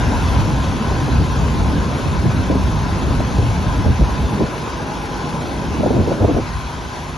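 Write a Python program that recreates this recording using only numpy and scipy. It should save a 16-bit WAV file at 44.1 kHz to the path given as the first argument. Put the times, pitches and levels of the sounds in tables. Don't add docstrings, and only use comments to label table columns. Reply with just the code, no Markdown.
import sys
import numpy as np
from scipy import signal
from scipy.fft import rfft, irfft, next_fast_len
from scipy.io import wavfile
from scipy.ndimage import uniform_filter1d

SR = 44100
rng = np.random.default_rng(int(sys.argv[2]) if len(sys.argv) > 2 else 0)


def elevation(decibels):
    levels = np.asarray(decibels, float)
    return 10 ** (levels / 20)


def bounce(signal):
    frames = np.transpose(np.atleast_2d(signal))
    limited = np.clip(frames, -1, 1)
    pcm = np.round(limited * 32767).astype(np.int16)
    wavfile.write(sys.argv[1], SR, pcm)


N = 316197

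# time_s, level_db
DISTANCE = [(0, -35), (.35, -34.5), (.7, -36), (1.5, -36.5), (2.5, -37.5), (3.5, -37), (4.5, -38),
            (5.5, -38.5), (6.4, -39.5), (7.17, -40)]
# time_s, tilt_db
TURNING = [(0, -7), (1.5, 2), (3, 1), (5, 8), (7.17, -1)]
# pitch_hz, width_hz, level_db, blow_db from each of six cylinders in turn
CASING_MODES = [
    (1010, 34, 0.5, (0, -4, -13, -4, -12, -10)),
    (960, 30, -1.5, (-1, 0, -12, -8, -12, -8)),
    (1044, 24, -1.5, (-1, -5, -9, -2, -10, -4)),
    (830, 50, -4, (-11, -8, 0, -13, -9, -6)),
    (1502, 28, -8.5, (-5, -5, -2, 0, -5, -4)),
    (2600, 180, -9.5, (0, -4, -3, -1, -4, -3)),
    (3400, 160, -17, (-3, 0, -4, -3, -1, -4)),
]
# multiple of the firing rate, level_db
EXHAUST_HARMONICS = [(1, 2.5), (3, 4.5), (5, 0.5), (7, -3), (8, -5)]
# pitch_hz, level_db per hertz
ROAR_COLOUR = [(30, -23), (60, -23), (150, -3.5), (500, -10), (1040, -4), (1100, -10), (1600, -9.5),
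               (1800, -15.5), (2600, -16.5), (4400, -19.5), (4800, -22), (6500, -22.5), (7000, -25),
               (7600, -44)]
# pitch_hz, level_db
HISS_COLOUR = [(6600, -43), (7200, 7.5), (8100, -3), (8800, -1), (9200, 2.5), (10500, -2), (11600, -4),
               (11900, -30)]
# pitch_hz, likeness from -1 to 1 (below zero they swing against each other)
PORT_LIKENESS = [(550, .7), (1000, .9), (1900, .15), (2600, .6), (3200, .75), (3700, .9), (4300, .9),
                 (5100, .5), (6000, .88), (6650, 0.3), (7600, -.97), (8950, -.96), (9900, 0.2),
                 (10500, .975)]
# pitch_hz, lead_rad
PORT_LEAD = [(60, -0.5), (1500, 0.57), (2000, 0.3), (2800, 1.26), (3300, 0.5), (4500, 1.06), (5300, 0.95),
             (5800, 1), (12000, 0.5)]
# pitch_hz, lean_db
PORT_LEAN = [(60, -4), (500, 1.5), (1000, 1.5), (2200, 3.5), (3300, 3), (4200, 1.4), (5200, 7), (6000, 2),
             (7000, 5.5), (7600, -2.5)]
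# time_s, strength_db, fineness_db (small eddies gain what large ones lose)
BREEZE = [(0, -23, 2.5), (1, -24.5, -1.5), (1.4, -22, 1.5), (2, -23, 3), (2.8, -24.5, -1.5), (3, -20, -0.5),
          (3.5, -23, -0.5), (4.1, -23, -0.5), (4.4, -26.5, 7), (4.6, -27.5, 4.5), (4.9, -28.5, 4),
          (5.4, -26.5, 6), (5.75, -23.5, 2), (5.9, -23, 6), (6.15, -25, 7.5), (6.45, -28, 0.5),
          (6.6, -41, -10.5), (7.17, -39, -5.5)]
# middle_s, length_s, top_db
SWELLS = [(0.0, 0.32, -13.5), (0.246, 0.32, -14.5), (0.386, .11, -15), (0.542, .16, -16),
          (0.692, 0.23, -15.5), (0.936, 0.27, -15.5), (1.187, 0.18, -11.5), (1.504, 0.63, -20),
          (1.67, 0.24, -17), (1.8, 0.091, -16), (1.89, 0.07, -18), (2.13, 0.25, -17.5), (2.284, 0.044, -11),
          (2.378, 0.1, -13), (2.667, 0.27, -15), (2.82, 0.12, -22), (3.15, 0.72, -26), (3.45, .22, -13),
          (3.697, 0.085, -10.5), (3.803, 0.095, -12), (3.897, 0.078, -7.5), (4.033, 0.07, -9),
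          (4.234, 0.1, -14), (4.435, 0.11, -18), (5.7, 0.054, -21), (5.797, 0.031, -13),
          (6.022, 0.22, -19.5), (6.238, 0.1, -11), (6.37, 0.15, -13.5), (6.566, 0.087, -21)]
# middle_s, length_s, top_db, fineness_db
GUSTS = [(0.105, 0.13, -20.5, -3), (0.337, .11, -26, 5), (0.397, 0.1, -18, -14), (0.478, 0.12, -21, -7),
         (.7, 0.074, -33, -12), (0.886, 0.28, -28, 5.5), (1.112, 0.37, -16.5, -14),
         (1.185, 0.085, -15, -23), (1.613, 0.17, -20, -17), (1.75, 0.18, -18.5, -13),
         (1.967, 0.1, -19.5, -4.5), (2.007, 0.035, -21, -3), (2.064, 0.05, -14.5, -25),
         (2.16, .11, -23, -5), (2.262, 0.093, -15, -14), (2.42, 0.13, -19, -12), (2.54, 0.42, -19, -18),
         (3.365, 0.18, -25, -5), (3.79, 0.12, -18, -16), (3.862, 0.042, -21.5, 6.5), (3.9, 0.1, -17.5, -17),
         (4.023, 0.072, -19.5, -2), (4.323, 0.12, -18.5, -23), (4.42, .08, -18, -4), (5.22, 0.3, -37, 6),
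         (5.993, 0.13, -15.5, 0), (6.085, 0.084, -33, 16.5), (6.234, 0.094, -13.5, -1.5),
         (6.294, 0.044, -18.5, 10), (6.373, 0.068, -25.5, 14.5)]
# pitch_hz, level_db
RUMBLE_COLOUR = [(20, -24), (35, -14), (55, 0.5), (95, -4), (130, -9.5), (250, -28.5)]
# pitch_hz, level_db
BUFFET_COLOUR = [(70, -36), (115, -2.5), (200, -2), (290, -7), (400, -21.5), (700, -58)]
# pitch_hz, level_db
FLUTTER_COLOUR = [(200, -12), (310, -3), (480, -4), (650, -9), (900, -19), (1300, -46)]
# pitch_hz, level_db
SPIT_COLOUR = [(350, -26.5), (550, -12), (800, -11), (1100, 4), (1600, -27)]
# pitch_hz, likeness from 0 to 1
WIND_LIKENESS = [(30, 0.47), (80, 0.96), (200, 0.78), (800, 0.92)]
# start_s, peak_db, pitch_hz, length_s
THUDS = [
    (0.384, -2.5, 100.5, 0.056),
    (1.179, -8, 56, 0.027),
    (2.269, -3, 106, 0.028),
    (3.386, -3, 80.5, 0.024),
    (3.861, 0.5, 73, 0.032),
    (3.992, -2, 140, 0.029),
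    (4.029, -13, 169, 0.029),
    (5.989, -3, 83.4, 0.034),
    (6.224, -5, 74, 0.03),
]
# start_s, peak_db, pitch_hz, crackle_db
PUFFS = [(1.08, -7, 238, -22), (1.771, -9, 272, -21), (2.245, -18, 202, -20), (2.497, 0.5, 233, -17),
         (2.512, -4, 304, -16), (2.549, -2, 238, -35), (3.104, -9, 197, -25), (3.201, -7, 200, -16),
         (3.381, -7, 249, -16), (3.856, 0, 200, -14.5), (3.901, -7, 198, -25), (4.003, -3, 219, -18),
         (4.404, -1, 319, -36), (4.416, -6, 290, -34), (5.797, -1, 257, -24), (5.832, -6, 259, -8),
         (5.857, 1.5, 349, -11), (5.903, 2, 255, -9), (5.938, -2.5, 299, -23), (5.962, -8, 250, -9.5),
         (5.997, -4, 272, -36), (6.073, -3, 421, -30), (6.113, -3, 303, -9), (6.2, -14, 353, -17),
         (6.217, -7, 200, -9), (6.243, -3, 254, -2.5), (6.285, -7, 334, -12), (6.308, 0, 260, -29),
         (6.351, -15, 372, -27), (6.369, -3, 331, -24)]


def evened(x):
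    return x / np.sqrt(np.mean(x ** 2) + 1e-20)


def read(points, hz):
    f, value = np.transpose(points)
    return np.interp(np.log(hz + 1), np.log(f + 1), value, left=value[0], right=value[-1])


def curve(rows, column):
    rows = np.array(rows)
    return np.interp(np.arange(N) / SR, rows[:, 0], rows[:, column])


def add(mix, start_s, sound):
    part = mix[:, round(start_s * SR):][:, :sound.shape[1]]
    part += sound[:, :part.shape[1]]


def drift(seconds):
    size = int(seconds * SR)
    return evened(uniform_filter1d(uniform_filter1d(rng.standard_normal(N), size), size))


def noise(colour, likeness, patchy_db, size=2048):
    frames = 4 * N // size + 5
    hz = np.fft.rfftfreq(size, 1 / SR)
    a, b, c, d, patches = rng.standard_normal((frames, len(hz), 5)).T
    patches = evened(uniform_filter1d(uniform_filter1d(patches, 12, 0), 6, 1))
    same = np.clip(read(likeness, hz), -1, 1)[:, None]
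    left = a + 1j * b
    right = same * left + np.sqrt(1 - same ** 2) * (c + 1j * d)
    level = elevation(read(colour, hz)[:, None] + patchy_db * patches)
    in_range = (hz < 1.05 * colour[-1][0])[:, None]
    z = np.array([left, right]) * level * in_range
    return evened(signal.istft(z, nperseg=size, noverlap=3 * size // 4)[1][:, :N])


def ports(x):
    size = next_fast_len(N + 4096)
    hz = np.fft.rfftfreq(size, 1 / SR)
    half = elevation(read(PORT_LEAN, hz) / 2) * np.exp(.5j * read(PORT_LEAD, hz))
    return irfft(rfft(x, size) * [half, 1 / half], size)[:, :N]


def crank():
    cycle_hz, first_s = 8.385, .105
    return (np.arange(N) / SR - first_s) * cycle_hz + .012 * drift(.4)


def knocks(cycles):
    firing = np.floor(6 * cycles).astype(int)
    rattle = np.exp(-(6 * cycles % 1) / 0.24)
    start = np.diff(firing, prepend=firing[0]) > 0
    uneven_db = 1.6 * rng.standard_normal((400, len(CASING_MODES)))
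    out = np.zeros((2, N))
    for k, (hz, width_hz, db, blows_db) in enumerate(CASING_MODES):
        blow = elevation(np.array(blows_db)[firing % 6] + uneven_db[firing % 400, k])
        drive = blow * (5.2 * start + 0.4 * rattle * rng.standard_normal((2, N)))
        pole = np.exp((2j * hz - width_hz) * np.pi / SR)
        ring = signal.lfilter([1], [1, -pole], drive)
        ring = signal.lfilter([1], [1, -pole], ring).imag
        tilt_db = curve(TURNING, 1) * (hz < 900)
        out += elevation(db + tilt_db) * evened(ring)
    return out


def exhaust(cycles):
    firing = 2 * np.pi * 6 * cycles
    out = np.zeros(N)
    for multiple, db in EXHAUST_HARMONICS:
        phase = 2 * np.pi * rng.random()
        out += elevation(db + 1.0 * drift(0.26)) * np.sin(multiple * firing + phase)
    return out


def machine_roar(throb):
    level_db = 11.5 + 1.1 * throb + 0.39 * drift(0.015)
    return elevation(level_db) * noise(ROAR_COLOUR, PORT_LIKENESS, patchy_db=1.5)


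def valve_hiss(throb):
    level_db = -7 + 2.2 * throb + .9 * drift(0.022)
    return elevation(level_db) * noise(HISS_COLOUR, PORT_LIKENESS, patchy_db=0.0)


def roller():
    cycles = crank()
    throb = np.exp(13.0 * (np.cos(2 * np.pi * (cycles - .55)) - 1))
    engine = machine_roar(throb) + valve_hiss(throb) + knocks(cycles) + elevation(1.5) * exhaust(cycles)
    return elevation(curve(DISTANCE, 1)) * ports(engine)


def swelling(base_db, rows):
    t = np.arange(0, N, 64) / SR
    middle_s, length_s, top_db = np.transpose(rows)[:, :, None]
    shape = np.cos(np.pi * np.clip((t - middle_s) / length_s, -.5, .5)) ** 2
    swells = (elevation(2 * top_db) * shape).sum(0)
    return 10 * np.log10(elevation(2 * base_db) + np.interp(np.arange(N) / SR, t, swells))


def wind():
    lumps = np.tanh(drift(0.0044))
    breeze_db, fine_db = curve(BREEZE, 1), curve(BREEZE, 2)
    middle_gusts = [row[:3] for row in GUSTS]
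    small_gusts = [(s, length, db + fine) for s, length, db, fine in GUSTS]
    rumble_db = swelling(breeze_db + 3 - fine_db, SWELLS)
    buffet_db = swelling(breeze_db, middle_gusts)
    flutter_db = swelling(breeze_db - 4.5 + fine_db, small_gusts)
    rumble = elevation(rumble_db + 1.5 * lumps) * noise(RUMBLE_COLOUR, WIND_LIKENESS, patchy_db=1.5, size=4096)
    buffet = elevation(buffet_db + 1.85 * lumps) * noise(BUFFET_COLOUR, WIND_LIKENESS, patchy_db=2.5, size=4096)
    flutter = elevation(flutter_db - 3 + 2.2 * lumps) * noise(FLUTTER_COLOUR, WIND_LIKENESS, patchy_db=1.5, size=4096)
    spit_db = 2 * flutter_db - 11.5 + 4. * lumps
    spit = elevation(spit_db) * noise(SPIT_COLOUR, WIND_LIKENESS, patchy_db=3.5, size=4096)
    return rumble + buffet + flutter + spit


def thuds():
    out = np.zeros((2, N))
    for (start_s, db, hz, length_s), apart in zip(THUDS, rng.standard_normal((len(THUDS), 2, 1))):
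        t = np.arange(0, 4 * length_s, 1 / SR)
        turns = hz * t + 0.77 * (1 - np.exp(-t / 0.0058)) + 0.071 * apart
        envelope = (1 - np.exp(-t / 0.0017)) ** 2 * np.exp(-t / length_s)
        add(out, start_s, elevation(db - 3.0) * np.sin(2 * np.pi * turns) * envelope)
    return out


def puffs():
    length_s, rise_s = .013, .0021
    t = np.arange(0, 4 * length_s, 1 / SR)
    fade = np.exp(-t / length_s)
    envelope = (1 - np.exp(-t / rise_s)) ** 2 * fade
    out = np.zeros((2, N))
    for (start_s, db, hz, crackle_db), chance in zip(PUFFS, rng.standard_normal((len(PUFFS), 3, 64))):
        crackle_hz = 530 * (1 + .08 * chance[0, -1])
        wobble = np.array([np.interp(t * 400, np.arange(64), c) for c in chance])
        turns = hz * t + 0.47 * (1 - np.exp(-t / 0.0027)) + 0.22 * wobble[0] + 0.12 * wobble[1:]
        crackle_turns = crackle_hz * t + .2 * (wobble[0] + 0.63 * wobble[1:])
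        swing = elevation(db - 3.0) * np.sin(2 * np.pi * turns)
        crackle = elevation(crackle_db + 8) * np.sin(2 * np.pi * crackle_turns) * fade
        add(out, start_s, (swing + crackle) * envelope)
    return out


def scene():
    return roller() + wind() + thuds() + puffs()


def thinned_treble(x):
    from_hz, band_hz, top_hz = 2700, 689, 11800
    lead_in = 541
    frame = dict(window="cosine", nperseg=2048, noverlap=1024)
    pair = np.pad([x[0] + x[1], x[0] - x[1]], [(0, 0), (lead_in, 0)])
    hz, t, z = signal.stft(pair, SR, **frame)
    band = (hz / band_hz).astype(int)
    edges = np.flatnonzero(np.diff(band, prepend=-1))
    line_power = abs(z) ** 2
    power = (np.add.reduceat(line_power, edges, axis=1) / np.bincount(band)[:, None])[:, band]
    other = power[::-1]
    waver = evened(uniform_filter1d(rng.standard_normal((2, len(edges), len(t))), size=3))[:, band]
    weak = power < other * elevation(-2 * (3.4 + 3.6 * np.tanh(waver)))
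    faint = line_power < power.max(0) * elevation(2 * -8 + 2 * 6.3 * (power < other))
    in_treble = (hz > from_hz)[:, None]
    above_top = hz[:, None] > top_hz + 60 * waver
    drop = (weak | faint) & in_treble | above_top
    both, apart = signal.istft(z * ~drop, SR, **frame)[1][:, lead_in:N + lead_in]
    return np.array([both + apart, both - apart]) / 2


def roll_off(x):
    return signal.sosfilt(signal.butter(12, 12570, fs=SR, output="sos"), x)


def record(dry):
    cut = signal.sosfilt(signal.butter(2, 30, "high", fs=SR, output="sos"), dry)
    limited = 1.02 * np.tanh(cut / 1.243)
    return roll_off(thinned_treble(limited))


dry = scene()
out = record(dry)
bounce(out)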